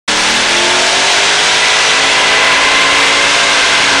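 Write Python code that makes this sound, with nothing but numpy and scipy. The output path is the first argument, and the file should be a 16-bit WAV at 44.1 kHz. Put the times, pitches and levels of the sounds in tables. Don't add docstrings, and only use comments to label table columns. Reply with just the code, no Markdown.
import sys
import numpy as np
from scipy import signal
from scipy.fft import rfft, irfft
from scipy.io import wavfile
from scipy.ndimage import uniform_filter1d

SR = 44100
rng = np.random.default_rng(int(sys.argv[2]) if len(sys.argv) > 2 else 0)


def digitize_waveform(pressure):
    field = np.atleast_2d(pressure).T
    bounded = np.clip(field, -1, 1)
    quanta = np.round(bounded * 32767).astype(np.int16)
    wavfile.write(sys.argv[1], SR, quanta)


N = 176400
T = np.arange(N) / SR


def exhaust(speed, cycles):
    # t/s, level/dB
    tone_5 = [(.12, -34.5), (.7, -32.5), (.92, -38), (1.7, -45), (2.03, -32), (2.45, -34), (3.25, -29),
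              (3.65, -36), (3.9, -29)]
    tone_8 = [(.12, -28), (.38, -34), (.66, -23), (1, -28), (2.3, -32), (2.95, -30), (3.3, -34.5)]
    tone_10 = [(.12, -40), (.55, -32), (1, -38), (2.3, -32), (3.3, -27.5), (3.65, -40)]
    tone_12 = [(.12, -34), (.7, -48), (.95, -30), (2.2, -30.5), (2.55, -24.5), (2.85, -31), (3.85, -27)]
    tone_14 = [(.12, -40), (.82, -25.2), (1.6, -29), (2.1, -27.5), (3.92, -39)]
    tone_15 = [(.12, -31), (.42, -37), (.68, -23.8), (1, -28), (1.45, -30.5), (1.95, -37), (2.45, -28.5),
               (2.9, -32), (3.92, -28.5)]
    tone_20 = [(.12, -31), (.4, -35), (.52, -25), (.78, -25), (1.3, -48), (2.4, -30), (3.4, -31),
               (3.7, -44)]
    strong = {5: tone_5, 8: tone_8, 10: tone_10, 12: tone_12, 14: tone_14, 15: tone_15, 20: tone_20}
    weak = {1: (-63, -47), 2: (-51, -51.5), 3: (-39, -42), 4: (-70, -46), 6: (-30.5, -45), 7: (-48, -33.5),
            9: (-47, -32), 11: (-35.5, -34), 13: (-31.5, -37.5), 16: (-37, -38), 17: (-47, -29.5),
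            18: (-42, -38), 19: (-38, -42), 21: (-33, -33), 22: (-32.5, -40), 23: (-31.5, -35),
            26: (-31.5, -35), 37: (-48, -31)}
    # f/Hz, level/dB
    rasp = [(900, -31), (1500, -38), (2400, -34.5), (3500, -46), (6000, -63)]
    revs = rev_fraction(speed)
    sound = np.zeros(N)
    for multiple in range(1, 73):
        average_hz = multiple * speed.mean()
        waver = 0.4 + 0.58 * (average_hz / 1000) ** 2
        if multiple in strong:
            db = 1.2 + over_time(strong[multiple])
            waver = 0.12 + 0.28 * revs
        elif multiple in weak:
            low_db, full_db = weak[multiple]
            db = 0.5 + low_db + (full_db - low_db) * revs
        else:
            db = level_at(rasp, average_hz) + rng.uniform(-np.sqrt(3), np.sqrt(3))
        sound += gain(db) * wavering_tone(multiple * cycles, waver, waver_hz=7.4)
    return sound


def gas_roar(cycles, cylinders=8):
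    # f/Hz, relative level/dB
    shape = [(20, -37), (60, -16), (120, -18.5), (220, -13.5), (400, -8.5), (700, -4), (1200, -3),
             (1700, -1), (2700, -2), (3500, -1.5), (4500, -6), (6200, -8), (7200, -10.5), (10000, -22.5)]
    band_hz = [70, 600, 2400, 6000]
    # t/s, bass/dB, middle/dB, upper middle/dB, treble/dB
    band_changes = [(0, -6, -7, -3.5, -1), (.45, -2, -3.5, -0.5, -1.5), (.8, -12, 1, -1, 0.5),
                    (1.5, -5, -2.5, 1, 0.5), (2, -1, -0.5, 1.5, 0.5), (2.5, -7, 1.5, 3.5, -3),
                    (2.9, -3, 0, 3, -2), (3.3, -8, -0.5, 1, 0.5), (4, 3, 1.5, 1.5, -1)]
    firing_pulse = 0.089 * np.cos(2 * np.pi * cylinders * cycles)
    crank_pulse = 0.11 * np.cos(2 * np.pi * 2 * cycles)
    puffs = rng.standard_normal(N) * (1 + firing_pulse + crank_pulse)
    flutter_db = 0.5 * normalise(drift(hz=25).real)
    gas = normalise(puffs * gain(flutter_db))
    hz, frame_times, grid = signal.stft(gas, SR, nperseg=1024, noverlap=768)
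    times, *bands = np.transpose(band_changes)
    frames = np.transpose([np.interp(frame_times, times, band) for band in bands])
    change_db = np.transpose([np.interp(np.log(hz + 1), np.log(band_hz), row) for row in frames])
    patches = uniform_filter1d(rng.standard_normal(grid.shape), size=10, axis=0)
    patch_db = 0.49 * normalise(uniform_filter1d(patches, size=14, axis=1))
    grid = grid * normalise(gain(level_at(shape, hz)))[:, None]
    grid = grid * gain(-11 + change_db + patch_db)
    return signal.istft(grid, SR, nperseg=1024, noverlap=768)[1][:N]


def blower_whine(cycles):
    # t/s, tone 2/dB, tone 3/dB, tone 4/dB
    levels = [(0, -47, -50, -48), (1.05, -31, -45, -39), (1.35, -32, -45, -36), (1.6, -25.5, -40, -26),
              (1.95, -30, -40, -27), (2.35, -24, -37, -25), (2.75, -22.5, -36, -22.5),
              (3.05, -28, -36, -24.5), (3.42, -28.5, -25, -30.5), (4, -27, -26.5, -31)]
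    # turns per engine cycle, tone 2/dB, tone 3/dB, tone 4/dB
    blowers = [(9.14, .5, -2.5, 2), (9.34, 0, 1.5, -1.5)]
    sound = np.zeros(N)
    for gearing, *offsets in blowers:
        for column, offset_db in enumerate(offsets, 1):
            tone = wavering_tone((column + 1) * gearing * cycles, waver=0.36, waver_hz=16)
            sound += gain(offset_db + over_time(levels, column)) * tone
    return sound


def crackle(speed, shocks_per_s=1500, band_hz=(1210, 4400)):
    shocks = (rng.random(N) < shocks_per_s / SR) * rng.exponential(1, N)
    band = signal.butter(1, band_hz, "bandpass", fs=SR)
    db = -16.5 - 11 * rev_fraction(speed)
    return -gain(db) * normalise(signal.lfilter(*band, shocks))


def reflections(sound):
    # f/Hz, half width/Hz, level/dB
    peaks = [(780, 45, -2), (1230, 70, -2.5), (1640, 110, 1.5), (1870, 70, -4), (2050, 90, 1.5),
             (2680, 100, 1), (7200, 400, -2.5)]
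    hz = np.fft.rfftfreq(N, 1 / SR)
    boost_db = sum(db * np.exp(-((hz - centre) / width) ** 2) for centre, width, db in peaks)
    return irfft(rfft(sound) * gain(boost_db), N)


def rev_fraction(speed, low_hz=37.3, full_hz=55.3):
    return np.clip((speed - low_hz) / (full_hz - low_hz), 0, 1)


def wavering_tone(periods, waver, waver_hz):
    shake = (1 + waver * drift(waver_hz)) / np.sqrt((1 + waver ** 2) / 2)
    angle = 2 * np.pi * (periods + rng.random())
    return shake.real * np.cos(angle) - shake.imag * np.sin(angle)


def drift(hz, size=2048):
    noise = rng.standard_normal(size) + 1j * rng.standard_normal(size)
    rates = np.fft.fftfreq(size, N / SR / size)
    wobble = normalise(np.fft.ifft(noise / (1 + (rates / hz) ** 2)))
    return np.interp(T, np.linspace(0, N / SR, size), wobble)


def gain(db):
    return 10 ** (np.asarray(db) / 20)


def normalise(x):
    return x / np.sqrt(np.mean(abs(x) ** 2) + 1e-20)


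def over_time(table, column=1):
    columns = np.transpose(table)
    return np.interp(T, columns[0], columns[column])


def level_at(table, hz):
    table_hz, db = np.transpose(table)
    return np.interp(np.log(hz + 1), np.log(table_hz), db)


def low_pass(x, hz):
    return signal.oaconvolve(x, signal.firwin(511, hz, window=("kaiser", 8), fs=SR), "same")


def scene():
    # t/s, cycle rate/Hz
    engine_speed = [(.13, 37.9), (.31, 39.2), (.55, 43.2), (.78, 45.6), (.98, 48.6), (1.15, 50),
                    (1.29, 50.4), (1.5, 52.7), (1.7, 53.8), (1.92, 54.2), (2.1, 55), (2.38, 54.6),
                    (2.83, 56.5), (2.96, 55.8), (3.36, 57.3), (3.6, 56.5), (4, 55.95)]
    speed = over_time(engine_speed)
    jitter = 1 + 0.00081 * drift(hz=13.5).real
    cycles = np.cumsum(speed * jitter) / SR
    tractor = exhaust(speed, cycles) + blower_whine(cycles) + gas_roar(cycles) + crackle(speed)
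    return reflections(tractor)[None]


def record(dry, start_s=0.0776, fade_in_s=0.0048):
    sound = dry[0] * gain(1.85)
    ceiling = np.where(sound > 0, 0.57, 0.83)
    sound = ceiling * np.tanh(sound / ceiling)
    fade_in = np.clip((T - start_s) / fade_in_s, 0, 1)
    sound = low_pass((sound - sound.mean()) * fade_in, hz=10137)
    return low_pass(np.clip(sound, -0.69, 0.69), hz=15800)[None]


dry = scene()
out = record(dry)
digitize_waveform(out)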